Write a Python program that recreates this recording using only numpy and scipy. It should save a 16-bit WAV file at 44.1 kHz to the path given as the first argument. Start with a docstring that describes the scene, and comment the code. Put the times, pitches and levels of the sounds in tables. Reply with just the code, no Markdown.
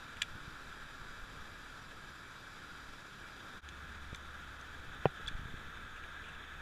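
"""Distant fountains splash on a pond throughout, as shaped noise coloured by a small sealed camera shell.
Early on a reel and rod click (bursts of taps ringing metal modes), over strap bumps and breeze rumble.
Past the middle the sound fades out and in once; from there a low sine hum runs along.
The camera then turns away from the water, a blow rings the shell wall (decaying cosines),
more bumps and clicks crowd in soon after it, and soft rattles follow."""
import sys
import numpy as np
from scipy import signal
from scipy.io import wavfile
from scipy.ndimage import uniform_filter1d

SR = 44100
rng = np.random.default_rng(int(sys.argv[2]) if len(sys.argv) > 2 else 0)


def unload_wav(signal):
    """Save mono or channel-first audio to the path in sys.argv[1] as 16-bit WAV at rate SR, clipped to [-1, 1]."""
    wavfile.write(
        sys.argv[1],
        SR,
        np.round(np.clip(np.atleast_2d(signal).T, -1, 1) * 32767).astype(np.int16),
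    )


def voltage_ratio(decibels):
    """Convert decibels (scalar or array-like) to amplitude ratios, 20 dB per decade."""
    exponent = np.asarray(decibels, float) / 20
    return 10 ** exponent


N = 291501  # length in samples
FADE_S = 3.613  # silent point of the fade; the hum starts here


def evened(x):
    """Scales to rms 1."""
    return x / np.sqrt(np.mean(x ** 2) + 1e-20)


def drift(size):
    """Slow random wander of rms 1: noise averaged twice over size samples."""
    once = uniform_filter1d(rng.standard_normal(N), size=size)
    return evened(uniform_filter1d(once, size=size))


def curve(rows, t):
    """Reads every column of a table at the times t."""
    s, *columns = np.transpose(rows)
    return [np.interp(t, s, c) for c in columns]


def add(mix, s, sound):
    """Mixes a sound in at time s."""
    part = mix[round(s * SR):][:len(sound)]
    part += sound[:len(part)]


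def peaks(hz, f, width):
    """Power of resonances of height 1, one column each."""
    return 1 / (1 + (2 * (hz[:, None] - f) / width) ** 2)


def hiss(db, size):
    """Noise whose short-time spectra follow db(frames' times, Hz)."""
    frames = 4 * N // size + 8
    hz = np.fft.rfftfreq(size, 1 / SR)
    t = np.arange(frames) * size / 4 / SR
    a, b = rng.standard_normal((frames, len(hz), 2)).T
    spectra = (a + 1j * b) * voltage_ratio(db(t, hz))
    return signal.istft(spectra, nperseg=size, noverlap=3 * size // 4)[1][:N]


# fountain spray: time_s, level_db (its mean sets the overall rms), turned_away (0-1)
SPLASH = [(0, -50.5, 0.2), (.75, -51.5, 0.08), (3.05, -51.7, 0.02), (3.6, -51, 0.16), (3.63, -51, 0.45),
          (4.75, -51, 0.38), (5.0, -49.5, 0.7), (6, -50.4, 0.7), (6.61, -49.5, 0.97)]


def fountains(patchy_db=0.78, flicker_db=0.63):
    """Countless far drops merge into a hiss; patches and flicker drift through it."""
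    def field(t, hz):
        level_db, away = curve(SPLASH, t)
        away = np.clip(away, 0, 1)
        facing_db, turned_db = shell_db(hz)
        colour_db = np.outer(facing_db, 1 - away) + np.outer(turned_db, away)
        patches = uniform_filter1d(rng.standard_normal((len(t), len(hz))), size=10, axis=0)
        patches = evened(uniform_filter1d(patches, size=12, axis=1)).T
        flicker = evened(uniform_filter1d(rng.standard_normal(len(t)), size=3))
        return colour_db + level_db - level_db.mean() + patchy_db * patches + flicker_db * flicker

    mean_db = np.mean(SPLASH, axis=0)[1]
    return voltage_ratio(mean_db) * evened(hiss(field, size=1024))


# air cavities of the shell: pitch_hz, width_hz, facing_water_db, turned_away_db
SHELL = [(1398.4, 364, -0.5, -0.5), (1654, 220, -2, 0.5), (1964, 170, -16, -10.5), (2337, 143, -9, -11.5),
         (2587.4, 133, -12, -10), (3000, 166, -18, -16), (3262, 280, -12.5, -12.5), (3540, 307, -12, -8.5),
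         (3853, 290, -11.5, -18.5), (4347, 210, -20, -35.5), (4870, 450, -16, -35), (5700, 480, -20.5, -30),
         (6572, 470, -25, -26), (7200, 390, -20.5, -31), (7880, 520, -28.5, -38)]
# what the wall leaks between the cavities: pitch_hz, facing_water_db, turned_away_db
WALL = [(59.4, -1.5, -7.5), (296, -8, -11.5), (670, -13.5, -14.5), (1102, -9.5, -14.5), (2080, -15.5, -16),
        (3995, -23, -29.5), (8500, -32, -35), (10820, -31, -38), (12000, -33.5, -43.5), (13720, -38.5, -36),
        (14700, -41.5, -43.5), (15260, -43.5, -42.5)]


def shell_db(hz):
    """Colour of the shell facing the water and turned away: cavity peaks over the wall's leak."""
    f, width, *cavity_sides = np.transpose(SHELL)
    wall_hz, *wall_sides = np.transpose(WALL)
    colours = []
    for cavity_db, wall_db in zip(cavity_sides, wall_sides):
        leak_db = np.interp(np.log(hz + 1), np.log(wall_hz), wall_db)
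        power = peaks(hz, f, width) ** 2 @ voltage_ratio(cavity_db) ** 2 + voltage_ratio(leak_db) ** 2
        colours.append(10 * np.log10(power))
    return colours


# taps and rattles of reel and rod: start_s, level_db, length_ms, centre_hz, spread_octaves
CLICKS = [(.168, -53, 7.1, 2400, 0.324), (.2177, -31, 0.8, 2310, 0.41), (.2197, -30, 3, 3540, 0.79),
          (0.2227, -37, 0.87, 2490, 0.52), (.2300, -44, 2.9, 2600, 0.88), (3.6885, -46.5, 0.82, 3400, 0.92),
          (4.1458, -50.5, 7.9, 3940, 0.52), (4.146, -48, 2.6, 1800, 0.26), (4.158, -56, 4, 5500, 1.2),
          (4.611, -59, 4, 4870, 0.69), (5.262, -52, 6, 3300, 0.26), (5.272, -49, 4.1, 4000, 0.45),
          (5.2770, -37.5, 5.8, 3400, 0.13), (5.2800, -40.5, 4.4, 1690, 0.12), (5.286, -44, 1.6, 3300, 0.52),
          (5.96, -60, 30, 2620, .15), (6.035, -53.5, 4.6, 2500, 0.29), (6.235, -58, 52, 2650, 0.286),
          (6.285, -57, 17.5, 2650, .15), (6.347, -61, 9, 2700, .15)]
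# modes of the reel's metal parts: pitch_hz, width_hz, level_db (relative)
REEL = [(1200, 410, 1), (1690, 69, 0.5), (2373, 114, 2), (2700, 180, -5), (3400, 125, 4.5), (3810, 390, -7),
        (4800, 500, -13), (5680, 370, -10.5), (6200, 300, -3), (6240, 570, -11), (7200, 300, -3),
        (8140, 320, -8.5), (9400, 230, -8), (11300, 820, -9), (12500, 710, -22), (13800, 900, -17)]


def clicks(tap_db=2.5, rise_ms=0.56):
    """Each rattle is a burst of uneven taps that rings the modes near its own pitch and the high ones."""
    rattle_db, rattle_ms = -20, 6.8  # loose parts shiver on after the taps
    crack_hz, crack_octaves, crack_db = 7800, 0.45, -22.5  # taps also shake the high modes,
    crack_db_per_octave = 11  # the more the wider their spread
    out, hz = np.zeros(N), np.fft.rfftfreq(4096, 1 / SR)
    f, width, mode_db = np.transpose(REEL)
    metal = np.sqrt(peaks(hz, f, width) @ voltage_ratio(mode_db) ** 2)
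    high = voltage_ratio(crack_db - 6 * (np.log2((hz + 1) / crack_hz) / crack_octaves) ** 2)
    t_ms = np.arange(2048) / SR * 1000
    contact = 1 - np.exp(-t_ms / rise_ms)  # builds up
    for s, db, ms, centre_hz, spread in CLICKS:
        band = voltage_ratio(-6 * (np.log2((hz + 1) / centre_hz) / spread) ** 2)
        gain = metal * np.hypot(band, high * voltage_ratio(crack_db_per_octave * spread))
        log_gain = np.log(np.maximum(gain, voltage_ratio(-100)))
        circle = np.concatenate([log_gain, log_gain[-2:0:-1]])
        # minimum phase: the ring follows the tap
        ring = np.fft.ifft(np.exp(np.conj(signal.hilbert(circle)))).real[:2048]
        force = np.sqrt(1 - np.minimum(t_ms / ms, 1)) + voltage_ratio(rattle_db) * np.exp(-t_ms / rattle_ms)
        noise, unevenness = rng.standard_normal((2, 2048))
        taps = noise * voltage_ratio(tap_db * unevenness) * force * contact
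        burst = signal.fftconvolve(taps, ring)
        loudness = np.sqrt(np.sum(burst ** 2) / ((ms + 3) * SR / 1000))
        add(out, s, voltage_ratio(db) * burst / loudness)
    return out


# modes of the struck shell wall: pitch_hz, level_db (relative), t60_s
KNOCK_RING = [(141.2, 0, 0.0556), (432, 7.5, 0.0123), (587, -7, 0.017), (764, -8.5, 0.048),
              (984, -11, 0.02), (1420, -9, 0.032), (1824, -0.5, 0.023), (2450, -1.5, 0.027),
              (2678, -1.5, .025), (2954, -1, 0.014)]
# blows on the shell: start_s, peak_db, rise_ms (time constant of the push)
KNOCKS = [(5.0557, -10, 0.083), (5.197, -43.5, 0.19), (5.208, -44, 0.23)]


def knock(dip=0.32, lead=6.5):
    """Short blows set the wall of the shell ringing; the air dips just before it is pushed."""
    t, out = np.arange(4000) / SR, np.zeros(N)
    ring = sum(voltage_ratio(db - 60 * t / t60) * np.cos(2 * np.pi * hz * t) for hz, db, t60 in KNOCK_RING)
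    for s, db, rise_ms in KNOCKS:
        u = np.arange(300) / (rise_ms * SR / 1000)
        late = np.maximum(u - lead, 0)  # the dip leads the push by this many rise times
        blow = late ** 3 * np.exp(-late) - dip * u ** 3 * np.exp(-u)
        sound = np.convolve(ring, blow)
        add(out, s, voltage_ratio(db) * sound / abs(sound).max())
    return out


# bumps on the strap: centre_s, level_db (before the swing's shape), push_ms, snap_ms, side (+1 or -1)
BUMPS = [(.355, -41, 4.4, 2.5, -1), (0.481, -40.5, 3.8, 1.4, -1), (1.021, -43, 4.2, 3.5, 1),
         (4.1308, -38, 3.8, .6, 1), (5.211, -44.5, 3.94, 3, -1), (5.25, -44.5, 3.7, 2.5, 1),
         (5.277, -40, 5.1, 3, -1), (5.314, -38, 2.65, 2, 1), (5.353, -36.5, 18, 2.6, 1),
         (5.396, -38, 3.3, 1.7, -1), (5.42, -40.5, 6, 2.85, -1), (5.434, -40, 3.9, 2.1, -1),
         (5.457, -38, 4.2, 1.6, 1), (5.541, -36.5, 2.5, 1.7, -1)]


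def bumps():
    """Pressure builds slowly, snaps over to the other side and settles."""
    out, ms = np.zeros(N), (np.arange(4000) - 2000) / SR * 1000
    for s, db, push_ms, snap_ms, side in BUMPS:
        swing = -np.tanh(2 * ms / snap_ms) * np.exp(-(ms / push_ms) ** 2)
        add(out, s - 2000 / SR, np.sign(side) * voltage_ratio(db) * swing)
    return out


# breeze and strap rumble: time_s, level_db
RUMBLE = [(0.0, -58), (0.45, -54.5), (0.8, -54), (1.5, -55), (2.3, -60.5), (3.5, -63), (3.7, -55.5),
          (4.7, -58), (4.9, -50.5), (5.15, -55), (5.35, -46.5), (5.58, -48.5), (5.7, -57), (6.61, -54.5)]
# spectrum of the rumble: pitch_hz, level_db (relative)
RUMBLE_TILT = [(6, -4), (12, -4), (25, -8), (45, -15), (80, -19), (150, -20), (300, -30), (600, -61.5)]


def rumble(lumpy_db=2.0, gusty_db=2.0):
    """Lumpy, gusty pressure on the shell, almost all below 100 Hz."""
    f, tilt_db = np.transpose(RUMBLE_TILT)

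    def tilt(t, hz):
        return np.interp(np.log(hz + 1), np.log(f), tilt_db)[:, None] + 0 * t

    steady = evened(hiss(tilt, size=4096))
    lumps, gusts = drift(1500), drift(4000)
    gusty = evened(steady * voltage_ratio(lumpy_db * lumps + gusty_db * gusts))
    return gusty * voltage_ratio(curve(RUMBLE, np.arange(N) / SR)[0])


# low hum: time_s, level_db
HUM = [(3.61, -53), (4.1, -56), (4.7, -60.5), (5.3, -59.5), (6, -62), (6.61, -60)]


def hum(pitch_hz=70.75, waver_db=0.75):
    """A low sine of fixed pitch whose level wavers a little, from the fade onward."""
    t = np.arange(N) / SR
    tone = np.sqrt(2) * np.sin(2 * np.pi * pitch_hz * t) * (t > FADE_S)
    return tone * voltage_ratio(curve(HUM, t)[0] + waver_db * drift(3000))


def scene():
    """All sources reach the one microphone."""
    return (fountains() + clicks() + knock() + bumps() + rumble() + hum())[None]


def roll_off(x):
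    """The treble ends steeply here."""
    return signal.sosfilt(signal.butter(12, 15560, fs=SR, output="sos"), x)


def record(dry):
    """One fade out and in, then the band limit."""
    fade_out_s, fade_in_s, edge_hz = 0.034, 0.034, 15290
    t = np.arange(N) / SR - FADE_S
    fade = np.clip(np.maximum(-t / fade_out_s, t / fade_in_s), 0, 1)
    limit = signal.firwin(1023, edge_hz, window=("kaiser", 9), fs=SR)
    mix = signal.oaconvolve(dry * fade, limit[None], "same")
    return roll_off(mix)


dry = scene()
out = record(dry)
unload_wav(out)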